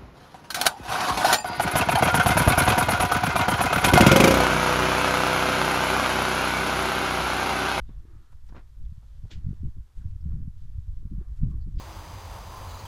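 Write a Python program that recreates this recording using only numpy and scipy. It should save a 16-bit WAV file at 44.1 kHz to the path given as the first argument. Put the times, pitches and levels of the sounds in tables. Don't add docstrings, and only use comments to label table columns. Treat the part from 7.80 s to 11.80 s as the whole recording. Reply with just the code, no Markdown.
import sys
import numpy as np
from scipy import signal
from scipy.fft import rfft, irfft
from scipy.io import wavfile
from scipy.ndimage import uniform_filter1d

SR = 44100
rng = np.random.default_rng(int(sys.argv[2]) if len(sys.argv) > 2 else 0)


def store_pcm(level_fs):
    pcm = np.round(np.clip(level_fs, -1, 1) * 32767).astype(np.int16)
    wavfile.write(sys.argv[1], SR, np.atleast_2d(pcm).T)


N = 176400

# t/s, relative level/dB
WIND_LEVEL = [(0.02, -33), (0.11, -42), (0.19, -34), (0.25, -48.5), (0.37, -40.5), (0.46, -52.5),
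              (0.56, -38.5), (0.61, -46), (0.64, -37.5), (0.93, -47.5), (1.02, -32.5), (1.21, -47.5),
              (1.46, -36.5), (1.5, -51), (1.57, -32), (1.62, -40.5), (1.65, -28), (1.77, -41.5),
              (1.85, -26), (1.94, -42.5), (1.98, -29), (2.09, -57.5), (2.15, -56), (2.18, -28.5),
              (2.24, -46), (2.25, -34.5), (2.36, -31.5), (2.38, -44), (2.41, -35), (2.54, -27.5),
              (2.59, -35), (2.62, -31), (2.69, -36.5), (2.73, -40.5), (2.84, -35.5), (2.97, -34.5),
              (3.04, -41), (3.09, -28), (3.15, -37), (3.19, -28), (3.21, -36), (3.26, -34), (3.29, -39.5),
              (3.31, -35.5), (3.4, -28.5), (3.45, -45), (3.51, -25), (3.56, -43.5), (3.62, -21),
              (3.67, -29.5), (3.7, -32), (3.72, -29.5), (3.88, -31.5), (3.92, -39), (3.96, -27.5)]
# f/Hz, relative level/dB
RUMBLE_TONE = [(10, 8.5), (22, -3), (45, 2), (70, -4), (100, -11.5), (150, -24), (220, -51.5), (400, -61.5)]
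PUFF_TONE = [(40, -14), (70, -6), (110, 10), (160, -12.5), (220, -12.5), (320, -48.5), (500, -78)]
FLUTTER_TONE = [(30, -29.5), (60, -5), (110, 11), (160, -5), (230, -10), (320, -12.5), (450, -28.5),
                (700, -50), (1500, -83)]
# peak t/s, rise t/s, fall t/s, relative level/dB, flap pitch f/Hz
WIND_FLURRIES = [(0.111, 0.023, 0.013, -42, 109), (0.364, 0.028, 0.052, -49.5, 134),
                 (0.701, 0.0092, 0.042, -50, 122), (1.0, 0.027, 0.072, -47.5, 104),
                 (1.445, 0.012, 0.016, -34.5, 105), (1.571, 0.034, 0.02, -36.5, 102),
                 (1.68, 0.077, 0.059, -37, 98), (1.852, 0.015, 0.037, -29, 83),
                 (1.976, 0.0069, 0.02, -40, 125), (2.265, 0.06, 0.039, -40, 112),
                 (2.476, 0.033, 0.039, -31.5, 105), (2.58, 0.064, 0.07, -32.5, 116),
                 (2.86, 0.036, 0.036, -44, 81), (3.185, 0.006, 0.031, -42.5, 82),
                 (3.258, 0.0095, 0.014, -31.5, 110), (3.326, 0.016, 0.026, -31, 140),
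                 (3.384, 0.0074, 0.013, -34, 119), (3.639, 0.031, 0.055, -26, 108),
                 (3.719, 0.092, 0.069, -32, 108), (3.878, 0.013, 0.019, -28, 103),
                 (3.97, 0.063, 0.04, -36.5, 88)]
# t/s, peak level/dB, pitch f/Hz
SHEET_THUMPS = [(0.094, -37.5, 232), (0.253, -44.5, 240), (1.065, -27.5, 44.7), (1.124, -32.5, 102),
                (1.182, -34, 93), (1.668, -22, 104), (1.689, -23.5, 128), (1.71, -24, 121),
                (1.731, -37, 235), (1.835, -28, 170), (1.849, -30, 114), (1.971, -44, 200),
                (2.26, -22.5, 79), (2.365, -44, 182), (2.463, -22, 100), (2.54, -27.5, 125),
                (2.68, -24.5, 120), (2.987, -21.5, 71), (3.231, -47, 240), (3.313, -43, 198),
                (3.333, -51, 260), (3.387, -25.5, 109), (3.613, -29, 45), (3.635, -13, 116.6),
                (3.875, -38.5, 203)]
# peak t/s, rise t/s, fall t/s, relative level/dB, upper edge f/Hz
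FOLD_CRUMPLES = [(0.09, 0.0024, 0.042, -56, 1690), (0.53, 0.0066, 0.007, -58, 2220),
                 (.697, 0.0069, 0.011, -55.5, 2200), (0.725, 0.0013, 0.0074, -46, 1160),
                 (0.748, 0.0016, 0.01, -47, 1320), (0.771, 0.018, 0.022, -45.5, 4360),
                 (1.235, 0.013, 0.014, -61, 1200), (1.452, 0.0012, 0.0079, -46, 468),
                 (1.505, 0.0045, 0.02, -53, 795), (2.52, 0.013, 0.01, -59, 3000),
                 (3.644, 0.012, 0.0092, -54, 600)]
# peak t/s, rise t/s, fall t/s, relative level/dB, zip f/Hz
CLOTH_SWISHES = [(0.098, 0.043, 0.054, -75, 3620), (0.692, 0.004, 0.0096, -64.5, 5430),
                 (1.053, 0.0026, 0.0065, -72.5, 3600), (1.517, 0.0089, 0.021, -49.5, 3440),
                 (1.532, 0.006, 0.024, -64, 2920), (2.312, 0.003, 0.0067, -72, 4200),
                 (3.641, 0.0026, 0.0035, -66.5, 3860), (3.959, .001, 0.0075, -71.5, 5200),
                 (3.994, 0.012, 0.033, -58.5, 4750)]
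# peak t/s, rise and fall t/s, level/dB
CLOTH_BRUSHES = [(.525, 0.011, -71.5), (.68, 0.028, -72), (2.185, 0.033, -71.5), (3.579, 0.02, -71.5),
                 (3.711, 0.011, -69.5)]
# f/Hz, relative level/dB
CRUMPLE_TONE = [(100, 12.5), (220, 5), (480, 0), (750, -2.5), (1100, -0.5), (1500, -4), (2100, -8),
                (3000, -15), (4500, -18.5), (7000, -23), (12000, -38)]
SWISH_TONE = [(300, 11.5), (600, -9.5), (1150, -15.5), (1450, 1), (2050, 2.5), (2900, 4), (4200, 1),
              (5500, -2.5), (7500, -8), (8600, -24), (14000, -30)]
BRUSH_TONE = [(1200, -1.5), (3200, -1.5), (8500, -5), (13000, -14)]
# peak t/s, rise t/s, fall t/s, level/dB, pitch f/Hz
CLOTH_RUBS = [(.32, 0.047, 0.08, -73, 1260), (.32, 0.13, 0.1, -66, 328), (.5, 0.1, 0.076, -75.5, 1320),
              (2.22, 0.017, 0.013, -72.5, 1480), (2.412, 0.0057, 0.012, -74, 5160),
              (2.52, 0.018, 0.014, -73, 1370), (3.415, 0.0086, 0.013, -45.5, 308),
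              (3.44, 0.08, .06, -76, 1150), (3.725, 0.02, 0.032, -68.5, 1133),
              (3.82, 0.011, 0.024, -72.5, 4450)]
# t/s, level/dB
FAR_CLOTH_LEVEL = [(0, -76.5), (.33, -69.5), (.5, -74), (.62, -77), (.85, -75), (1.0, -81.5), (1.3, -76),
                   (1.68, -69.5), (2.0, -78.5), (2.22, -73.5), (2.35, -79.5), (2.5, -74), (2.7, -78),
                   (3.2, -85), (3.42, -70), (3.55, -75), (3.75, -73), (4, -81.5)]
SURFACE_LEVEL = [(0, -78), (.6, -78), (1.0, -78.5), (1.35, -75), (1.7, -75.5), (2.0, -80.5), (2.25, -77.5),
                 (2.7, -82.5), (2.8, -74.5), (2.92, -78.5), (3.3, -80.5), (4, -80.5)]
# f/Hz, relative level/dB
FAR_CLOTH_TONE = [(200, 1), (380, -0.5), (600, -8), (900, -5.5), (1250, -8), (1800, -8), (2400, -19),
                  (5000, -40), (10000, -63)]
SURFACE_TONE = [(800, -7), (2000, -6.5), (3300, 0.5), (5000, -3), (7300, -6.5), (9000, -11.5), (14000, -28)]
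AIR_TONE = [(100, 10), (300, -2.5), (550, -0.5), (1000, 11.5), (1700, 6.5), (3000, -1), (6000, 0),
            (9000, -1.5), (14000, -1.5)]
# peak t/s, rise t/s, fall t/s, level/dB, pitch f/Hz
FAINT_WHISTLES = [(.98, 0.057, 0.074, -82.5, 559), (1.339, 0.071, 0.11, -81.5, 549)]

RUMBLE_DB, PUFF_DB, FLUTTER_DB, AIR_DB = 0.5, -22, -10, -75.5
RUMBLE_STEADY_S, FLUTTER_STEADY_S = 0.035, 0.055
FLAPS_PER_S, FLAP_DB, FLAP_SPREAD_DB, FLAP_SPREAD_OCTAVES = 94, 1, 0.5, 0.38
THREADS_PER_S, THREAD_SPREAD_DB = 9000, 2


def wind():
    slow = swirls(RUMBLE_TONE, RUMBLE_STEADY_S)
    puffs = swirls(PUFF_TONE, FLUTTER_STEADY_S) * power_of(slow) * gain(PUFF_DB)
    return (slow + puffs) * level_curve(WIND_LEVEL) * gain(RUMBLE_DB)


def flutter():
    power = sum((gain(db) * swell(at, rise, fall, shape=2)) ** 2
                for at, rise, fall, db, _ in WIND_FLURRIES)
    return swirls(FLUTTER_TONE, FLUTTER_STEADY_S) * np.sqrt(power) * gain(FLUTTER_DB)


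def flaps(count=32):
    out = np.zeros(N)
    chance = rng.uniform(-0.903, 1, (len(WIND_FLURRIES), count, 3))
    for (at, rise, fall, db, hz), draws in zip(WIND_FLURRIES, chance):
        for k, (late, soft, tight) in enumerate(draws):
            offset = (k - count // 2 + late / 2) / FLAPS_PER_S
            from_peak = abs(offset) / (rise if offset < 0 else fall)
            if from_peak < 2:
                strength = gain(db + FLAP_DB - FLAP_SPREAD_DB * soft) * np.exp(-from_peak ** 2)
                pitch = hz * 2 ** (FLAP_SPREAD_OCTAVES * tight)
                out += (-1) ** k * strength * push(at + offset, pitch)
    return out


def thumps():
    return sum(gain(db) * push(at, hz) for at, db, hz in SHEET_THUMPS)


def crumples():
    creases = with_tone(clicks(per_s=3200, spread_db=4.5), CRUMPLE_TONE)
    out = np.zeros(N)
    for at, rise, fall, db, hz in FOLD_CRUMPLES:
        dulled = signal.sosfilt(signal.butter(2, hz, fs=SR, output="sos"), creases)
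        out += gain(db) * swell(at, rise, fall, shape=1) * dulled
    return out


def swishes(zip_db=-4):
    hiss = with_tone(clicks(THREADS_PER_S, THREAD_SPREAD_DB), SWISH_TONE)
    out = np.zeros(N)
    for at, rise, fall, db, hz in CLOTH_SWISHES:
        speed = swell(at, rise, fall, shape=1)
        zipping = speed * gain(zip_db) * ring(hiss, hz, width_hz=280)
        out += gain(db) * speed * (hiss + zipping)
    return out


def brushes():
    speed = sum(gain(db) * swell(at, length, length, shape=1) for at, length, db in CLOTH_BRUSHES)
    return with_tone(clicks(THREADS_PER_S, THREAD_SPREAD_DB), BRUSH_TONE) * speed


def rubs(sharpness=5.5):
    slips = clicks(THREADS_PER_S, THREAD_SPREAD_DB)
    out = np.zeros(N)
    for at, rise, fall, db, hz in CLOTH_RUBS:
        width_hz = hz / sharpness
        band = ring(ring(slips, hz, width_hz), hz, width_hz)
        out += gain(db) * swell(at, rise, fall, shape=2) * band
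    return out


def rustle(flicker_db=0.8):
    far = with_tone(clicks(per_s=3000, spread_db=0.5), FAR_CLOTH_TONE) * level_curve(FAR_CLOTH_LEVEL)
    ripples = with_tone(clicks(per_s=3000, spread_db=0.5), SURFACE_TONE) * level_curve(SURFACE_LEVEL)
    return (far + ripples) * gain(flicker_db * wander(per_s=30.05))


def outdoor_air():
    hiss = with_tone(rng.standard_normal(N), AIR_TONE) * gain(AIR_DB)
    whistle = np.zeros(N)
    for at, rise, fall, db, hz in FAINT_WHISTLES:
        note = np.sqrt(2) * np.sin(2 * np.pi * hz * clock())
        whistle += gain(db) * swell(at, rise, fall, shape=2) * note
    return hiss + whistle


def gain(db):
    return 10 ** (np.asarray(db) / 20)


def clock():
    return np.arange(N) / SR


def level_curve(points):
    return gain(np.interp(clock(), *np.array(points).T))


def with_tone(sound, tone):
    hz, db = np.array(tone).T
    f = np.maximum(np.arange(N // 2 + 1) * SR / N, 1)
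    gains = gain(np.interp(np.log(f), np.log(hz), db))
    fade_past_ends = np.minimum(f / hz[0], 1) * np.minimum(hz[-1] / f, 1) ** 2
    shaped = irfft(rfft(sound) * gains * fade_past_ends, N)
    return shaped / np.std(shaped)


def power_of(sound):
    return abs(signal.hilbert(sound)) ** 2 / 2


def swirls(tone, steady_s):
    pressure = with_tone(rng.standard_normal(N), tone)
    return pressure / np.sqrt(smooth(power_of(pressure), int(steady_s * SR)))


def smooth(values, samples):
    return uniform_filter1d(uniform_filter1d(values, samples), samples)


def clicks(per_s, spread_db):
    ticks = (rng.random(N) < per_s / SR) * rng.choice([-1, 1], N)
    return ticks * gain(spread_db * np.clip(rng.standard_normal(N), -2, 2))


def wander(per_s):
    hold = int(SR / per_s)
    steps = np.repeat(rng.standard_normal(N // hold + 1), hold)
    return np.sqrt(2) * smooth(steps, hold)[:N]


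def swell(at, rise, fall, shape):
    t = clock() - at
    return np.exp(-np.where(t < 0, (t / rise) ** 2, abs(t / fall) ** shape))


def push(at, hz):
    out = np.zeros(N)
    first, last = np.clip([int((at - 2 / hz) * SR), int((at + 2 / hz) * SR)], 0, N)
    phase = np.pi * hz * (np.arange(first, last) / SR - at)
    out[first:last] = (1 - 2 * phase ** 2) * np.exp(-phase ** 2)
    return out


def ring(sound, hz, width_hz):
    band = signal.lfilter(*signal.iirpeak(hz, hz / width_hz, fs=SR), sound)
    return band / np.std(band)


def scene():
    billowing = wind() + flutter() + flaps() + thumps()
    cloth = crumples() + swishes() + brushes() + rubs() + rustle()
    return (billowing + cloth + outdoor_air())[None]


def record(dry):
    top_hz = 14250
    return signal.sosfilt(signal.ellip(12, .1, 80, top_hz, fs=SR, output="sos"), dry)


dry = scene()
out = record(dry)
store_pcm(out)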